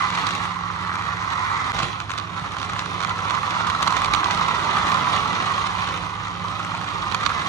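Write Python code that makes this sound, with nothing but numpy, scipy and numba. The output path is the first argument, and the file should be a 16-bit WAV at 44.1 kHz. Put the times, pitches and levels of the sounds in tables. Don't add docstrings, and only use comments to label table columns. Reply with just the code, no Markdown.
import sys
import numpy as np
from scipy import signal
from scipy.fft import rfft, irfft
from scipy.io import wavfile
from scipy.ndimage import uniform_filter1d
from numba import njit

SR = 44100
rng = np.random.default_rng(int(sys.argv[2]) if len(sys.argv) > 2 else 0)


def field_ratio(decibels):
    return 10 ** (np.asarray(decibels, dtype=float) / 20)


def log_audio(samples):
    frames = np.atleast_2d(samples).T
    limited = np.clip(frames, -1, 1)
    pcm = np.round(limited * 32767).astype(np.int16)
    wavfile.write(sys.argv[1], SR, pcm)


N = 329868

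# (frequency [Hz], width [Hz], level [dB])
FAN_LINES = [(92.9, 1.2, -46), (106.5, 0.91, -42), (147.5, 1.14, -48), (290.6, 6.62, -54)]
# (frequency [Hz], density [dB per Hz])
ROOM_AIR = [(15, -47), (25, -31), (54, -5.5), (81, 2), (102, -0.5), (125, -6), (190, -4.5), (232, -15),
            (400, -12.5), (520, -67.5), (880, -120)]
# (time [s], depth [dB], width [s])
HUM_FADES = [(.24, 15, 0.04), (1.58, 31, 0.18), (2.0, 21, 0.23), (2.55, 17, 0.08), (3.38, 30, 0.085),
             (3.95, 8, 0.041), (4.22, 8, 0.038), (4.62, 18, .07), (5.0, 26, 0.18), (5.58, 2, 0.18),
             (6.17, 24, 0.082), (7.17, 37, 0.063)]
# (frequency [Hz], width [Hz], level [dB])
SHELL_MODES = [(811, 150, -13.5), (1007, 100, -3.5), (1130, 114.5, 3), (1220.4, 270, 1), (1394, 437, -8.5)]
# (frequency [Hz], width [Hz], level [dB])
ROOF_MODES = [(1770, 270, 6), (2026, 182, 25), (2100, 1320, 14.5)]
# (frequency [Hz], density [dB per Hz])
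TICK_COLOUR = [(1410, -24), (2400, 9), (3570, 5.5), (4220, 0.5), (4760, -6.5), (5930, -5.5), (6740, -7.5),
               (7330, -12.5), (10200, -18.5), (12000, -29.5), (13000, -65)]
# (frequency [Hz], density [dB per Hz])
TABLE_COLOUR = [(26, -29), (45, -3.5), (97, -3), (130, -7.5), (167, 0.5), (243, -7), (413, -8.5),
                (644, -8.5), (800, -4.5), (1040, -16.5), (1760, -120)]
# (time [s], level [dB])
MOTOR_NEARNESS = [(0, -26), (.6, -31), (1.15, -29), (1.71, -26), (1.74, -30), (1.87, -31), (1.94, -35),
                  (2.25, -34.5), (2.6, -32), (2.97, -32.5), (3.02, -28.5), (3.9, -25), (4.45, -25),
                  (4.85, -22.5), (5.4, -25), (6.25, -33), (7.33, -28), (7.48, -30)]
# (time [s], level [dB])
WHEEL_NEARNESS = [(0, -38.5), (.36, -37.5), (.55, -45), (1.7, -39.5), (1.76, -37.5), (1.87, -39.5),
                  (1.95, -47.5), (2.35, -47), (2.7, -43), (2.97, -41.5), (3.02, -41.5), (4.0, -38.5),
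                  (4.8, -36.5), (5.4, -36.5), (5.7, -40.5), (5.95, -40), (6.15, -46), (7.48, -39)]
# (time [s], level [dB])
ROOF_FACING = [(0, -0.5), (.5, -2), (1.71, 1.5), (1.73, 1), (7.1, -0.5), (7.3, 2.5)]
# (time [s], level [dB])
JINGLE_LEVEL = [(0, -45), (.3, -43), (.45, -49), (.6, -70)]
# (centre [s], energy [dB], shell relative level [dB],
# length [ms])
JOINT_CLACKS = [(0.1036, -0.5, 6, 2.5), (0.1507, 2, -4, 3.8), (0.1556, -10, 1, 2.4),
                (0.271, 6, -3, 5.4), (0.2907, -2, 8, 2.5), (0.3081, 2.5, 3, 3.5), (0.3525, 0, 1, 2.9),
                (0.4557, -7, 1.0, 5.5), (0.5435, -10, 2, 2.5), (0.8231, -8, 3.0, 3.7),
                (0.9551, -2, 10, 2.9), (1.0234, -4.5, 8, 1.9), (1.0547, -8, 15, 6.4),
                (1.0855, -17, 9, 2.0), (1.1706, -9, 7, 4.0), (1.3049, -5, -6.0, 6.1),
                (1.3269, -6, 9, 5.8), (1.335, -6, 0, 5.0), (1.424, -20, 4, 2.5),
                (1.4602, -19, 9.0, 3.0), (1.4726, -18, -4.0, 3.0), (1.5749, -5.5, 6, 4.4),
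                (1.6024, -15, 8, 4.5), (1.6725, -12, 0, 2.5), (1.7874, 3, 0, 4.6),
                (1.7928, 1, -4, 2.6), (1.8297, 6, -1, 7.4), (1.8428, -5, -2, 4.0),
                (2.003, -0.5, 4, 2.8), (2.0137, -14, 15, 2.5), (2.0232, -20, -3.0, 2.5),
                (2.0961, -6, 13, 2.8), (2.1057, -1, 8, 2.5), (2.117, 0, 0, 3.9), (2.1372, -5, 2, 1.7),
                (2.1773, -1, 1, 2.5), (2.1855, 1.5, -11, 1.8), (2.1997, -5, -2, 3),
                (2.397, -8, -3, 2.0), (2.5204, -6, -10.0, 2.2), (2.5614, -15, 3.0, 5.0),
                   (2.5685, -7, 10, 4.5), (2.5848, -5, -12.0, 2.7), (2.6006, -7, -1.0, 3.4),
                   (2.6155, -5.5, 2, 2.2), (2.6298, -1, 12, 3), (2.6497, -3, -4, 6.9),
                   (2.6911, -17, -7.0, 2.5), (2.6981, -2.5, 7.0, 2.3), (2.706, -15, -4, 3.0),
                   (2.734, -4, 11, 2.5), (2.7655, -9, 18, 3.0), (2.793, 4, 2, 2.5), (2.8032, -12, 10, 2.0),
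                   (2.8608, -4, 12, 3.6), (3.0064, -3, 4, 3.2), (3.0156, -4, 8, 2.0), (3.0275, -1, 4, 2.7),
                   (3.0357, -1.5, 5, 2.5), (3.0483, -1, 9, 1.6), (3.073, -3, -3.0, 2.5), (3.0948, 1, -1, 7),
                   (3.1833, -8, 0.0, 3.9), (3.206, -9, -7.0, 3.0), (3.253, -6, 2.0, 5.0),
                   (3.3078, 2.5, 7.0, 3.5), (3.3505, 0.5, 10, 4), (3.461, -11.0, 7, 0.5),
                   (3.509, -1, -1, 4.5), (3.5964, -12, -8.0, 4.1), (3.601, -8.0, 2.0, 2.5),
                   (3.6468, -10, 7, 3.3), (3.6713, 0.5, 14, 2.7), (3.701, 2, 11, 2.8),
                   (3.7059, -5, -7, 2.3), (3.751, -4.5, 10.0, 1.8),
                (3.7679, -15, 1.0, 2.6), (3.8087, -7, 5, 3.0), (3.8218, -3, 14, 2.0),
                   (3.8273, 10.5, 7, 4.8), (3.845, -6, 4, 2.5), (3.8761, 8, 7.5, 3.0), (3.9248, 1, 10, 3.2),
                   (3.968, 3.5, 6.0, 2), (4.002, -7, -7, 2.5), (4.0186, 1.5, -1, 5.1),
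                   (4.0356, -17, -5.0, 2.5), (4.0469, 7, -3, 3.0), (4.0587, 2, -8, 3.2),
                   (4.1381, 10, -2, 2.7), (4.1488, 5, 7, 2.5), (4.18, -9, -7.0, 3.0),
                   (4.2446, 5.5, -7.0, 2.5), (4.2585, -6, 12, 4.0), (4.27, -2, -6.0, 3.0),
                   (4.3112, 4, -4.0, 4.8), (4.3168, -5, 3, 2.0), (4.3315, -11, 11, 2.0),
                   (4.349, 0.5, 0, 3.5), (4.3755, -3.5, -6, 1.8), (4.485, 2, -5, 3.9),
                   (4.515, -6.0, 9, 4.0), (4.6486, -5.0, 4.0, 3.5), (4.7099, -3, 2, 3.0),
                   (4.7714, 1, -6.0, 2.8), (4.786, -6, 9, 2.0), (4.871, 3, 7, 4.5), (4.8857, -5, 8, 4.0),
                   (4.92, 0, 9.0, 4.0), (4.9443, 0, -7.0, 5.1), (5.101, -4.5, -8, 4.0),
                   (5.1457, -7.0, -4, 2.0), (5.163, -4, 10, 4.5), (5.2763, -3, -8.0, 2.5),
                (5.33, -2, 5, 3.0), (5.3663, -9, 6.0, 2.0), (5.407, -14, 3.0, 2.5), (5.4257, -2, 4, 3.0),
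                   (5.448, -6, 7.0, 2.5), (5.459, -2, -8.0, 4.4), (5.468, -7, -5.0, 4.5),
                   (5.518, -17, 0, 3.0), (5.6711, -0.5, 0, 9.8), (5.7248, -10.0, 13, 2.5),
                   (5.795, -12, 12, 4.5), (5.8709, -11.0, 6, 2.5), (5.8764, -4, 8, 2.5),
                   (5.8895, -2.5, 5, 3.2), (5.975, -4, -8.0, 4.0), (6.271, -8, 3, 2.7),
                   (6.4836, -10, 0.0, 3.5), (6.516, -11, 14, 4.1), (6.5728, -20, -6.0, 2.5),
                   (6.5963, -9, 8, 2.5), (6.6017, -8, 9, 2.2), (6.6494, -3, 6, 2.2), (6.718, -11, 11, 3.5),
                   (6.742, -15, -8, 2.5), (6.7504, -4, 12, 2.5), (6.7743, -5, -9.0, 5.0),
                   (6.814, -8, 13, 2.3), (6.8446, -5, 11.0, 2.2), (6.88, -20, 4, 4), (6.889, -5, -1, 2),
                   (7.1151, -5, 2, 2), (7.1473, 8.5, 3.0, 5), (7.233, -3, 6.0, 2.2),
                   (7.2384, -2, -7.0, 2.0), (7.254, -5, 1, 3.4), (7.2636, 5, 4, 3.6), (7.294, -2, 5, 4.0),
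                (0.141, -8, -2, 3.5), (0.335, -5, 0, 6), (0.44, -14, 0, 4), (3.2995, -1, 2, 4),
                  (3.865, -7, 0, 1.5), (3.8794, 4, 5, 2), (3.907, -1, 2, 3), (4.281, -8, 1, 1.5),
                  (7.123, -4, -3, 2.5), (7.21, -4, 2, 5), (7.275, -10, 0, 2), (7.42, -8, 17, 3)]
# (time [s], peak [dB], frequency [Hz])
RIM_SNAPS = [(0.232, -21, 1130), (0.94, -13, 1210), (1.083, -23, 1110), (1.24, -17, 1280),
             (1.32, -13, 1080), (1.5, -17, 1120), (1.736, -23.5, 1190), (1.831, -17, 1230),
             (2.137, -19, 1290), (2.567, -17, 1200), (2.697, -22, 1200), (2.764, -17, 1170),
             (3.34, -14, 1190), (3.458, -17, 1210), (3.566, -17, 1090), (3.607, -13, 985), (3.7, -10, 1040),
             (3.735, -21, 1025), (3.749, -14, 1330), (3.809, -12, 1100), (3.826, -14, 1130),
             (3.866, -9, 1200), (3.878, -6.5, 1130), (3.923, -9, 1070), (3.968, -14, 1080),
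             (4.016, -13, 1190), (4.043, -17, 1040), (4.214, -18, 1070), (4.26, -12, 1160),
             (4.284, -15, 958), (4.395, -10, 1180), (4.414, -10, 1110), (4.617, -14, 1150),
             (4.704, -20, 1170), (4.755, -15, 1100), (4.777, -10, 1100), (4.851, -11, 1090),
             (4.884, -14, 996), (4.903, -10, 1090), (4.927, -9, 1140), (4.957, -17, 1000),
             (4.981, -13, 1220), (5.135, -8.5, 1070), (5.258, -15, 1080), (5.471, -21, 1150),
             (5.504, -16, 1160), (5.589, -16, 1200), (5.645, -16, 1180), (6.447, -15.5, 1040),
             (6.516, -19, 1100), (6.595, -24, 1090), (6.716, -21, 1200), (6.749, -19, 1060),
             (6.886, -19, 1170), (7.043, -15, 1130), (7.148, -12, 1140), (7.232, -18, 1180),
             (7.263, -21, 1150), (7.29, -18, 1120), (7.303, -10, 1200),
             (2.731, -23, 1130),
    (3.003, -20, 1270),
    (3.871, -9, 1020),
    (4.783, -14, 1100),
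    (4.796, -12, 1080),
    (4.815, -16, 1170),
    (4.866, -14, 980),
    (7.317, -13, 1350),
    (7.335, -14, 1070),
]
# (time [s], energy [dB])
COUPLING_JOLTS = [(0.2479, -4), (0.26, 1), (0.5574, 0), (0.5907, -7), (0.604, -3), (0.701, 5), (0.849, 2),
                  (0.894, 6), (0.9164, 8), (0.9403, 0), (0.9664, 6), (1.013, 2), (1.104, -6), (1.2467, -4),
                  (1.3883, -4), (1.501, 6), (1.7073, -2), (1.8003, 6), (2.25, -5), (2.334, -8), (2.4436, 1),
                  (2.547, 0), (2.7373, 0), (3.1, -4), (3.1897, 9), (3.34, 5), (3.356, 8), (3.3752, 7),
                  (3.465, 1), (3.524, 6), (3.5674, 8), (3.6058, 11), (4.2322, 8), (4.3956, 0), (4.413, 5),
                  (4.615, 5), (4.7552, 4), (4.7976, 8), (4.903, 3), (4.9258, 0), (5.171, 0), (5.3865, 6),
                  (5.5564, -10), (5.5895, 0), (5.6442, -4), (5.661, -3), (5.8813, 2), (5.9093, 5),
                  (6.035, 3), (6.103, -7), (6.157, -9), (6.206, 1), (6.3533, -1), (6.4472, -5),
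                  (6.6663, -7), (6.73, -7), (6.866, -4), (7.04, 5), (7.2093, 3), (7.3017, 13)]
# (time [s], level [dB], frequency [Hz])
TABLE_THUDS = [
    (1.752, -23, 110),
    (1.793, -26, 142),
    (1.83, -18.5, 157),
    (2.42, -26, 139),
]
# (start [s], length [s], level [dB], frequency [Hz])
AXLE_SQUEAKS = [
    (3.283, 0.042, -69, 15500),
    (4.129, 0.068, -65, 15600),
    (4.232, 0.032, -74, 14700),
    (4.364, 0.066, -61, 15500),
    (4.869, 0.074, -59, 15400),
]
# (frequency [Hz], left minus right [dB])
PORT_DIFFERENCE = [(60, -5), (110, -5), (200, -5.5), (380, -4.5), (700, -5), (1290, -6.5), (2380, 0.5),
                   (4400, -8.5), (8120, 2.5), (15000, 4.5)]
# (frequency [Hz], share [0-1])
TREBLE_LOSS = [(6500, 0), (8000, .1), (9500, .22), (10500, .45), (11300, .62), (12200, .78), (12800, .97)]
# low edge, high edge [Hz]
MIC_BAND = [48, 12400]

CHANGE_S = 1.7207
ROOF_DB, TICK_DB, TABLE_DB = (4.23, 1.73), (5, 6.16), (0, 3)
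ROOF_FROM_WHEELS = 0.75
LAG_MS = -0.16


def unit(x):
    return x / np.sqrt(np.mean(x ** 2))


@njit
def svf(x, hz, width):
    y, b, l = np.empty(len(x)), 0., 0.
    g, k = np.tan(np.pi * hz / SR), width / hz
    for i in range(len(x)):
        v = (b + g * (x[i] - l)) / (1 + g * (g + k))
        b, l, y[i] = 2 * v - b, l + 2 * g * v, k * v
    return y


def ring(x, modes):
    return sum((-1) ** k * field_ratio(db) * svf(x, 1. * f, 1. * w) for k, (f, w, db) in enumerate(modes))


def ring_twice(x, hz, width):
    return ring(ring(x, [(hz, width, 0)]), [(hz, width, 0)])


def colour(x, points, ends=-120., size=4096):
    hz, db = np.transpose(points)
    f = np.log(np.arange(size // 2 + 1) * SR / size + 1)
    if ends:
        hz, db = np.r_[hz[0] / 2, hz, hz[-1] * 2], np.r_[ends, db, ends]
    cepstrum = irfft(np.interp(f, np.log(hz), db) * np.log(10) / 20)
    cepstrum[1:size // 2] *= 2
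    cepstrum[size // 2 + 1:] = 0
    return signal.fftconvolve(x, irfft(np.exp(rfft(cepstrum))))[:N]


def walk(rate):
    place = np.arange(N) * rate / SR
    levels = rng.standard_normal(int(place[-1]) + 2)
    k = place.astype(int)
    part = place - k
    ease = part * part * (3 - 2 * part)
    return 1.15 * (levels[k] + (levels[k + 1] - levels[k]) * ease)


def follow(curve):
    return np.interp(np.arange(N) / SR, *np.transpose(curve))


def wavering(hz, width, sway_db=-0.44):
    turns = np.cumsum(hz + width * walk(9) / 2) / SR + rng.random()
    return unit(field_ratio(sway_db * walk(6.9)) * np.sin(2 * np.pi * turns))


def fan():
    t = np.arange(N) / SR
    fade_db = sum(db * np.exp(-((t - s) / wide) ** 2) for s, db, wide in HUM_FADES)
    lines = sum(field_ratio(db) * wavering(hz, width) for hz, width, db in FAN_LINES)
    lines = lines + field_ratio(-41.5 - fade_db) * wavering(176.3, 2.34, sway_db=1.0)
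    mid, side = (field_ratio(-43) * unit(colour(rng.standard_normal(N), ROOM_AIR)) for _ in range(2))
    apart = field_ratio(-7.5) * side + field_ratio(-19.0) * np.roll(lines, N // 3)
    return lines + mid + apart * np.array([[1], [-1]])


def ticks(rate, scatter_db, hiss, patchy_db):
    hit = rng.random(N) < rate / SR
    size = field_ratio(scatter_db * np.minimum(rng.exponential(size=N), 3))
    scrape = np.convolve(hit * size, np.hanning(40), "same") * rng.standard_normal(N)
    return field_ratio(patchy_db * walk(16)) * (unit(scrape) + hiss * rng.standard_normal(N))


def rolling(shell_db, roof_db, tick_db, table_db):
    contact = ticks(600, scatter_db=3, hiss=.6, patchy_db=.9)
    shell = unit(ring(ring(contact, [(1120, 1100, 0)]), SHELL_MODES))
    roof = unit(ring(ring(contact, [(1910, 1230, 0)]), ROOF_MODES))
    direct = unit(colour(contact, TICK_COLOUR))
    table = unit(colour(contact + 2.77 * rng.standard_normal(N), TABLE_COLOUR))
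    over_shell = field_ratio(roof_db) * roof + field_ratio(tick_db) * direct + field_ratio(table_db) * table
    return field_ratio(shell_db) * (shell + over_shell)


def jingle():
    def one_port():
        small = ticks(250, scatter_db=3, hiss=.3, patchy_db=2)
        return unit(ring(small, [(3520, 360, -2), (4270, 500, 0)]))
    return field_ratio(follow(JINGLE_LEVEL)) * np.array([one_port() for _ in range(2)])


def chatter():
    luck = rng.random((int(30 * N / SR), 4))
    s = luck[:, 0] * N / SR
    near_db = np.interp(s, *np.transpose(WHEEL_NEARNESS))
    energy_db = near_db + 18.5 - 5 * np.log(luck[:, 1] + 0.1)
    shell_db = 1 + 16 * (luck[:, 2] - .5)
    return np.c_[s, energy_db, shell_db, 2.9 * 3 ** luck[:, 3]]


def hollow(x):
    return ring(ring(x, [(1200, 820, 0)]), [(1080, 150, 15.6), (1214, 130, 17.7), (1440, 430, 14.0)])


def clacks():
    clear = np.array(JOINT_CLACKS)
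    clear = clear + [0, -4.5, 0, 0]
    s, energy_db, shell_db, ms = np.vstack([clear, chatter()]).T
    span = np.clip(.45 * ms, .3, 4)[:, None] * SR / 1000
    age = (np.arange(800) - 400) / span
    bursts = rng.standard_normal((len(s), 800)) ** 5 * np.exp(-age ** 2 / 2)
    bursts = uniform_filter1d(bursts, size=2, axis=1)
    bursts /= np.sqrt((bursts ** 2).sum(axis=1, keepdims=True))
    at = np.maximum(s[:, None] * SR - 405, 0).astype(int) + np.arange(800)
    crack, shell = np.zeros((2, N + 800))
    np.add.at(crack, at, field_ratio(energy_db)[:, None] * bursts)
    np.add.at(shell, at[:, 350], field_ratio(np.minimum(energy_db + shell_db, energy_db / 2 + 4)))
    crack = crack[:N]
    bright = field_ratio(-1.0) * colour(crack, TICK_COLOUR)
    for hz, db in [(1500, 1.0), (2700, -7.5), (3900, -2.5), (5500, -9.5)]:
        bright = bright + field_ratio(db) * ring_twice(crack, hz, 2200)
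    return bright + hollow(shell[:N]) + field_ratio(3.5) * colour(crack, TABLE_COLOUR)


def snaps():
    s, db, hz = np.transpose(RIM_SNAPS)[:, :, None]
    age = np.arange(600) / SR
    rise_ms, fall_ms = 0.83, 2
    shape = (1 - np.exp(-(1000 * age / rise_ms) ** 2)) * np.exp(-1000 * age / fall_ms)
    at = (s * SR).astype(int) + np.arange(600)
    body, edge = np.zeros((2, N + 600))
    np.add.at(body, at, field_ratio(db - 2.5) * shape / shape.max() * np.sin(2 * np.pi * hz * age))
    np.add.at(edge, at[:, 30], field_ratio(db[:, 0] - 4))
    edge = edge[:N]
    return body[:N] + ring(edge, [(2200, 2000, 0)]) + ring(edge, [(5000, 3500, -7)])


def knocks():
    s, db = np.transpose(COUPLING_JOLTS)
    jolts = np.zeros(N)
    np.add.at(jolts, (s * SR).astype(int), field_ratio(db - 6))
    return hollow(jolts)


def bumps():
    t, out = np.arange(N) / SR, 0
    for s, db, hz in TABLE_THUDS:
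        age = np.maximum(t - s, 0)
        out = out + field_ratio(db) * np.sin(2 * np.pi * hz * age) * np.exp(-age / 0.0082)
    return out


def squeaks():
    out = np.zeros(N)
    for s, long, db, hz in AXLE_SQUEAKS:
        hiss = ring_twice(rng.standard_normal(4096), hz, 600)[:int(long * SR) + 600]
        at = int(s * SR) - 450
        out[at:at + len(hiss)] += field_ratio(db + 1.5) * np.hanning(len(hiss)) * unit(hiss)
    return out


def ports(x, lag_ms, pan_db, wet, t60, size=4096):
    t = np.arange(size) / SR
    late = np.interp(np.arange(N) - lag_ms * SR / 1000, np.arange(N), x)
    count = N // size + 2
    padded = np.pad(x, (size, 2 * size))
    pieces = np.lib.stride_tricks.sliding_window_view(padded, 2 * size)[::size][:count]
    tails = rng.standard_normal((2, count, size)) * field_ratio(-60 * t / t60) * np.minimum(t / 0.0016, 1)
    tails /= np.sqrt((tails ** 2).sum(axis=2, keepdims=True))
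    faded = pieces[None] * np.sqrt(np.hanning(2 * size))
    wets = signal.fftconvolve(np.float32(faded), np.float32(tails), axes=2)
    echo = np.zeros((2, (count + 4) * size))
    for k in range(count):
        echo[:, k * size:k * size + wets.shape[2]] += wets[:, k]
    mix = np.sqrt(1 - wet) * np.array([late, x]) + np.sqrt(wet) * echo[:, size:size + N]
    return mix * field_ratio(np.array([pan_db, -pan_db]) / 2)


def scene():
    room = fan()
    motor_db = follow(MOTOR_NEARNESS)
    wheels_db = follow(WHEEL_NEARNESS) - motor_db
    later = (np.arange(N) / SR > CHANGE_S).astype(int)
    roof_db = ROOF_FROM_WHEELS * wheels_db + np.take(ROOF_DB, later) + follow(ROOF_FACING)
    tick_db = wheels_db + np.take(TICK_DB, later)
    table_db = wheels_db + np.take(TABLE_DB, later)
    levels = (motor_db + 2.5, roof_db, tick_db, table_db)
    pan_db = np.full(N, -1.1)
    front = ports(rolling(*levels), LAG_MS, pan_db, wet=0.36, t60=0.07)
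    rear = ports(rolling(*levels), LAG_MS + 0.083, pan_db, wet=0.44, t60=0.15)
    hits = clacks() + snaps() + knocks()
    hit_pan_db = 5.5 * walk(42)
    hits = ports(hits, LAG_MS + 0.073, hit_pan_db, wet=0.1, t60=0.045)
    return field_ratio(-4.0) * front + field_ratio(-5.0) * rear + hits + room + bumps() + jingle()


def starve(x, size=2048, count=12):
    f, _, z = signal.stft(x, SR, nperseg=size, noverlap=size // 2)
    share = np.interp(f, *np.transpose(TREBLE_LOSS))[:, None]
    chance = rng.random((len(f) // count + 1, z.shape[2]))
    chance = np.repeat(chance, count, axis=0)[:len(f)]
    kept = (chance > share) / np.sqrt(1 - share)
    return signal.istft(z * kept, SR, nperseg=size, noverlap=size // 2)[1][:, :N]


def low_pass(x):
    return signal.sosfilt(signal.butter(12, 15800, fs=SR, output="sos"), x)


def record(dry):
    hz, db = np.transpose(PORT_DIFFERENCE)
    left = colour(dry[0], np.c_[hz, db / 2], ends=0)
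    right = colour(dry[1], np.c_[hz, -db / 2], ends=0)
    x = np.array([left, right])
    x = .8 * np.tanh(x / .8)
    x = signal.sosfilt(signal.butter(3, MIC_BAND[0], "high", fs=SR, output="sos"), x)
    x = signal.sosfilt(signal.ellip(8, .5, 50, MIC_BAND[1], fs=SR, output="sos"), x)
    treble = signal.butter(4, 4200, "high", fs=SR, output="sos")
    lost = .38 * signal.sosfiltfilt(treble, x[0] - x[1]) / 2
    x = starve(x - lost * np.array([[1], [-1]]))
    x = x + squeaks()
    t = np.arange(N) / SR - CHANGE_S
    back = np.clip((t - .005) / .012, 0, 1)
    mix = x * np.where(t < 0, 1, back + (1 - back) * field_ratio(-24))
    mix[:, int(1.7447 * SR)] += field_ratio(-30)
    return low_pass(mix)


dry = scene()
out = record(dry)
log_audio(out)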